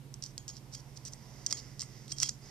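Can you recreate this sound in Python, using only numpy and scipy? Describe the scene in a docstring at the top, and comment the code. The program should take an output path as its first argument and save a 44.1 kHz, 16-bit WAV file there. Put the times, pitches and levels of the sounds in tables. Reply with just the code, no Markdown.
"""Dry clicks and short scrapes of a small steel mechanism, worked by fingers close to the microphone.
Its parts catch and snap, slide in stick-slip runs and knock against their stops; the hand damps the
frame, so only a few modes ring on. Faint rubbing goes with them, and a thin squeak comes at the end.
Behind it all is a quiet room with a beating machine hum and a soft midrange swell."""
import sys
import numpy as np
from scipy import signal
from scipy.fft import rfft, irfft
from scipy.io import wavfile

SR = 44100
rng = np.random.default_rng(int(sys.argv[2]) if len(sys.argv) > 2 else 0)


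def wav_out(sig):
    """Save sig, one row per channel (or a flat mono array), as 16-bit PCM at SR to the path in sys.argv[1]."""
    wavfile.write(sys.argv[1], SR, np.round(np.clip(np.atleast_2d(sig).T, -1, 1) * 32767).astype(np.int16))


N = 110250
T = np.arange(N) / SR
FFT_SIZE = 2 * N
FREQS = np.maximum(np.arange(N + 1) * SR / FFT_SIZE, 1)
HISS_TOP_HZ = 14200
FRICTION_WIDTH_DB = -6  # friction noise that each channel has to itself


def amp(db):
    """Decibels to gain."""
    return 10 ** (np.asarray(db) / 20)


def unit(x):
    """Scale to rms 1."""
    return x / np.sqrt(np.mean(x ** 2))


def gains(points):
    """Gain per frequency from (freq_hz, level_db) points."""
    hz, db = np.array(points, float).T
    return amp(np.interp(np.log(FREQS), np.log(hz), db))


def envelope(points):
    """Gain over time from (time_s, level_db) points."""
    times, db = np.array(points).T
    return amp(np.interp(T, times, db))


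def minimum_phase(gain):
    """Causal spectrum with the given gain per frequency."""
    n = len(gain) - 1
    fold = np.r_[1, np.full(n - 1, 2), 1, np.zeros(n - 1)]
    cepstrum = irfft(np.log(gain))
    return np.exp(rfft(cepstrum * fold))


def colour(x, gain):
    """Causal filter with the given gain per frequency."""
    return irfft(rfft(x, FFT_SIZE) * minimum_phase(gain))[..., :N]


def impulse(gain):
    """Short response of a filter with the given gain per frequency."""
    return irfft(minimum_phase(gain[::50]))[:SR // 20]


def low_pass(x, hz):
    """Steep low-pass."""
    return signal.sosfilt(signal.ellip(8, .2, 70, hz, fs=SR, output="sos"), x)


def convolve(x, response):
    """Play a signal through a response."""
    return signal.fftconvolve(x, response)[:N]


def fade(t, t60):
    """Exponential decay, 60 dB down after t60 seconds."""
    return np.exp(-np.log(1000) * t / t60)


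def ring(modes):
    """Response of a set of damped modes."""
    t = T[:N // 2]
    return sum(amp(db) * np.sin(2 * np.pi * hz * t) * fade(t, t60) for hz, db, t60 in modes)


def add(out, start_s, x):
    """Mix a sound in at a time."""
    i = int(start_s * SR)
    out[i:i + len(x)] += x[:N - i]


def waver(rate_hz):
    """A random wander, spread near 1."""
    return np.interp(T * rate_hz, np.arange(2000), rng.standard_normal(2000))


# Machine hum in the room: pitch_hz, level_db
HUM_LINES = [(120.2, -57.5), (137.6, -55), (196.4, -68.5), (222.9, -69.5)]
# Rumble and hiss of the quiet room: freq_hz, level_db
ROOM_SPECTRUM = [(15, -24), (33, 4.5), (130, -3.5), (300, -5.5), (600, -18), (1000, -19.5), (1600, -22),
                 (4000, -25), (14000, -31)]
# Share of that noise reaching the microphone from all around: freq_hz, share_db
DIFFUSE_SHARE = [(30, -28.5), (300, -13), (800, -1)]
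def room_tone(noise_db=-56, waver_db=2.5, left_minus_right_db=-8):
    """Mains and motor hum beat against each other over rumble and thin hiss."""
    hum = np.zeros(N)
    for hz, db in HUM_LINES:
        level = amp(db + waver_db * waver(6.75))
        phase = 2 * np.pi * (hz * T + rng.random()) + 0.044 * waver(1.1)
        hum += level * unit(np.sin(phase))
    share = np.clip(gains(DIFFUSE_SHARE), .01, .99)
    spectrum = amp(noise_db) * unit(gains(ROOM_SPECTRUM))
    common = colour(rng.standard_normal(N), spectrum * np.sqrt(1 - share ** 2))
    diffuse = colour(rng.standard_normal((2, N)), spectrum * share)
    pan = amp(np.array([[left_minus_right_db], [-left_minus_right_db]]) / 2)
    return low_pass(pan / pan.mean() * (hum + common) + diffuse, HISS_TOP_HZ)


# A faint rush in the background: time_s, level_db
SWELL_LEVELS = [(0, -72.5), (.7, -67), (1.4, -64.5), (1.7, -72.5)]
# Its colour at the microphone: freq_hz, level_db
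SWELL_COLOUR = [(150, -2), (350, 2), (1000, 5.5), (1500, -23.5), (5000, -22)]
def swell():
    """A soft midrange rush that grows and recedes."""
    noise = rng.standard_normal(N) + .5 * rng.standard_normal((2, N))
    rush = unit(colour(noise, gains(SWELL_COLOUR))) * envelope(SWELL_LEVELS)
    return low_pass(rush, HISS_TOP_HZ)


def room_reflections(x, level_db=-17, t60_s=0.26):
    """The small room returns a dense decaying tail, different in each channel."""
    tails = rng.standard_normal((2, N)) * fade(T, t60_s) * (1 - fade(T, t60_s / 10))
    return np.array([convolve(x, amp(level_db) * tail / np.linalg.norm(tail)) for tail in tails])


# Faint rubbing under the fingers, close up: time_s, level_db
RUB_LEVELS = [(0, -82), (.85, -66), (1.1, -64.5), (1.4, -57.5), (1.65, -56), (1.77, -62), (1.98, -57.5),
              (2.35, -73), (2.46, -55)]
# Its colour: freq_hz, level_db
RUB_COLOUR = [(400, 1.5), (1000, -7), (1700, -10.5), (2030, 0), (2350, -11.5), (4100, -13.5), (4950, 0),
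              (6200, -1.5), (7300, -9.5), (10000, -35), (14000, -31), (15000, -55)]
def rubbing():
    """Fine continuous friction as the fingers keep the parts moving."""
    grain = rng.standard_normal(N) + amp(FRICTION_WIDTH_DB) * rng.standard_normal((2, N))
    return unit(colour(grain, gains(RUB_COLOUR))) * envelope(RUB_LEVELS)


# Thin squeak of a sliding part, faint even this close: time_s, pitch_hz, level_db
SQUEAK_GLIDE = [(2.411, 4640, -85), (2.437, 4880, -57.5), (2.466, 5120, -75), (2.49, 5300, -76)]
def squeak(jitter=0.0073, octave_db=-19):
    """An unsteady whistle of friction that rises in pitch."""
    times, hz, db = np.array(SQUEAK_GLIDE).T
    pitch_hz = np.interp(T, times, hz) * (1 + jitter * waver(480))
    phase = 2 * np.pi * np.cumsum(pitch_hz) / SR
    level = np.interp(T, times, amp(db), left=0, right=0)
    return level * (np.sin(phase) + amp(octave_db) * np.sin(2 * phase))


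# The frame, held in the hand near the microphone: pitch_hz, level_db, t60_s
HELD_FRAME_MODES = [(1160, -39, 0.046), (1340, -33.5, 0.017), (2020, -38.5, 0.039), (2142, -36, 0.06),
                    (2670, -28, 0.0078)]
# Knocks against a stop in that frame: start_s, level_db
STOP_KNOCKS = [(1.5263, -9), (1.826, -16), (2.1237, -25), (2.2309, -10.5), (2.2339, -10.5)]
def knocks(low_cut_hz=840):
    """A part reaches its stop and knocks the small hand-damped frame, which gives out no bass."""
    out, frame = np.zeros(N), ring(HELD_FRAME_MODES)
    for start_s, db in STOP_KNOCKS:
        add(out, start_s, amp(db) * frame)
    return signal.sosfilt(signal.butter(2, low_cut_hz, "high", fs=SR, output="sos"), out)


def slips(per_s=1500, spread_db=3):
    """A random train of tiny stick-slip impacts of uneven size."""
    hits = rng.random(N) < per_s / SR
    signs = rng.choice([-1, 1], N)
    sizes = amp(spread_db * np.clip(rng.standard_normal(N), -2, 2))
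    return unit(hits * signs * sizes)


SLIDE_HZ = 5500
# Sliding steel heard close up, for a resonance at SLIDE_HZ: freq_hz, level_db
SLIDE_SPECTRUM = [(300, -27.5), (1100, -20.5), (2000, -19), (2700, -15.5), (3900, -9), (4900, 2), (5800, 6),
                  (6900, -3), (8000, -6.5), (9500, -18.5), (14000, -28.5)]
# Scrapes at the microphone: start_s, length_s, first_db, last_db, resonance_hz
SCRAPE_RUNS = [(.223, 0.041, -48.5, -48, 5450), (0.264, .053, -56, -66, 5730),
               (0.48, 0.031, -50.5, -48, 5400), (0.532, 0.051, -62, -55, 5130),
               (.718, 0.033, -59.5, -41, 5370), (0.749, 0.057, -59.5, -56, 5360),
               (0.959, 0.017, -57, -48, 5470), (1.052, 0.033, -44.5, -46, 5650),
               (1.121, 0.013, -56, -46.5, 5950), (1.5, .014, -41.5, -34, 5520),
               (1.529, 0.043, -66, -59, 5500), (1.569, 0.034, -44, -50, 5180),
               (1.807, 0.03, -40, -52, 5300), (2.077, 0.036, -64, -46, 5260),
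               (2.116, 0.0055, -41, -36.5, 5500), (2.164, 0.046, -55.5, -43, 5450),
               (2.206, 0.0255, -45.5, -28.5, 5580), (2.229, 0.0512, -35.5, -42.5, 5320),
               (2.2876, 0.0058, -36.5, -31, 5530)]
def scrapes(release_s=.0022, direct_db=-1.5, slider_db=-11, larger_part_db=-23):
    """Runs of slips swell or ebb and stop quickly; they ring the slider and, faintly, the larger part."""
    t, train = T[:SR // 10], slips()
    direct, drive = np.zeros((2, N)), np.zeros(N)
    for start_s, length_s, first_db, last_db, resonance_hz in SCRAPE_RUNS:
        release = np.exp(-np.maximum(t - length_s, 0) / release_s)
        force = amp(np.interp(t, [0, length_s], [first_db, last_db])) * release
        run = force * train[int(start_s * SR):][:len(t)]
        add(drive, start_s, run)
        shifted = [(hz * resonance_hz / SLIDE_HZ, db) for hz, db in SLIDE_SPECTRUM]
        steel = impulse(unit(gains(shifted)))
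        for channel in direct:
            grain = amp(FRICTION_WIDTH_DB) * force * rng.standard_normal(len(t))
            add(channel, start_s, convolve(run + grain, steel))
    slider = ring([(hz, 0, .09) for hz in (4615, 4857, 4978, 5280, 5517, 5687, 5917)])
    slider *= amp(slider_db) / np.linalg.norm(slider)
    larger_part = ring(LARGER_PART_MODES)
    larger_part *= amp(larger_part_db) / np.linalg.norm(larger_part)
    return amp(direct_db) * direct + convolve(drive, slider + larger_part)


def scatter(snap, level_db=-6, t60_s=.014):
    """A snap arrives directly, then by many short paths among hands and parts."""
    t = T[:len(snap)]
    paths = rng.standard_normal(len(t)) * fade(t, t60_s) * (1 - fade(t, t60_s / 2))
    paths *= amp(level_db) / np.linalg.norm(paths)
    return convolve(np.r_[1, paths], snap)


# Steel striking steel, close up: freq_hz, level_db
CONTACT_SPECTRUM = [(150, -71), (1100, -26.5), (2500, -26), (3600, -13), (4600, -1), (5900, 6.5), (6950, 0),
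                    (7700, 3.5), (9500, -21), (14000, -25.5), (16000, -54.5)]
# Long ring of the larger part: pitch_hz, level_db, t60_s
LARGER_PART_MODES = [(3222, -47, .19), (3265, -50, .13), (4970, -37, .04), (6645, -41, .2),
                     (6685, -46, .16)]
# High tink of the smaller part: pitch_hz, level_db, t60_s
SMALLER_PART_MODES = [(8160, -32.5, .08), (8260, -34, .05)]
# Part catching on part, right at the microphone:
# start_s, level_db, pitch_hz, larger_ring_db, smaller_ring_db, treble_db_per_octave
CLICK_CONTACTS = [(0.141, -28.5, 6080, 2, -2, 8.5), (0.2248, -28, 5600, -6, -10, -11),
                  (0.2386, -23.5, 5550, -11, -17, -6), (0.2624, -32.5, 5700, 4, -10, -18),
                  (0.3794, -21.5, 4800, 10, -12, 7), (0.4807, -26.5, 5700, 12.5, -16, 8),
                  (.4918, -30, 5560, 1, -18, -8), (0.5683, -35.5, 5200, 4, -14, -22),
                  (0.7373, -35, 5100, -10, -15, -22), (0.7522, -29.5, 5300, 16.5, -5, -3),
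                  (0.9734, -33, 5600, -1, -12, -9.5), (1.0517, -31.5, 6040, -11, 14, 2),
                  (1.1351, -31.5, 5950, -4, 10, -16), (1.464, -15.5, 6050, 7.5, -19, -6),
                  (1.4683, -23, 6040, -3, 4, -8), (1.5263, -11, 5380, 12, -1, -4.5),
                  (1.7949, -24, 5330, -12, -15, -7), (1.8030, -27.5, 5300, 4, 0, -16),
                  (1.8081, -24.5, 5560, -2, -8, -4), (1.8187, -22, 5640, -22, 12.5, -6),
                  (2.0807, -35.5, 4140, 4, 8, -6), (2.1199, -22.5, 5760, 7.5, -8, -5),
                  (2.123, -22.5, 5760, 5, 12, -22), (2.1846, -23, 5430, -10, -6, -6),
                  (2.2015, -18, 5860, 2, 1, -18), (2.231, -8, 5350, 3, -11, -1.5),
                  (2.2925, -17, 6400, -9, -5, -19)]
def clicks(snap_db=-2.5, ping_db=-4, rise_s=.00025, treble_hz=6500, mode_spread_db=7.5):
    """Each contact snaps, duller when it grazes, pings at its own pitch and sets both parts ringing."""
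    t, out, steel = T[:N // 2], np.zeros((2, N)), gains(CONTACT_SPECTRUM)
    treble_octaves = np.log2(np.maximum(FREQS / treble_hz, 1))
    ping_envelope = amp(ping_db) * t / rise_s * np.exp(1 - t / rise_s)
    for start_s, level_db, pitch_hz, larger_db, smaller_db, treble_slope in CLICK_CONTACTS:
        snap = impulse(steel * amp(treble_slope * treble_octaves))
        snap *= amp(snap_db) / np.abs(snap).max()
        ping = ping_envelope * np.sin(2 * np.pi * pitch_hz * t)
        struck_modes = [(hz, db + mode_spread_db * rng.standard_normal(), t60)
                        for hz, db, t60 in LARGER_PART_MODES]
        ringing = amp(larger_db) * ring(struck_modes) + amp(smaller_db) * ring(SMALLER_PART_MODES)
        for channel in out:
            add(channel, start_s, amp(level_db) * (ping + ringing))
            add(channel, start_s, amp(level_db) * scatter(snap))
    return out


# Balance at the stereo microphone, only the high treble leaning left: freq_hz, left_minus_right_db
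MICROPHONE_BALANCE = [(1000, -9), (3000, -7.5), (4600, -7.5), (5900, -12), (6800, 0), (7800, 7.5),
                      (10000, 5.5), (15000, 3.5)]
def scene():
    """The mechanism, close and a little to the right, in a small dry room."""
    metal = clicks() + knocks() + low_pass(scrapes() + rubbing(), HISS_TOP_HZ) + squeak()
    left, right = metal + room_reflections(metal.mean(axis=0)) + swell()
    ratio = gains(MICROPHONE_BALANCE)
    left = colour(left, 2 * ratio / (1 + ratio))
    right = colour(right, 2 / (1 + ratio))
    return np.array([left, right]) + room_tone()


def record(dry):
    """The recorder cuts the top."""
    return low_pass(dry, hz=16300)


dry = scene()
out = record(dry)
wav_out(out)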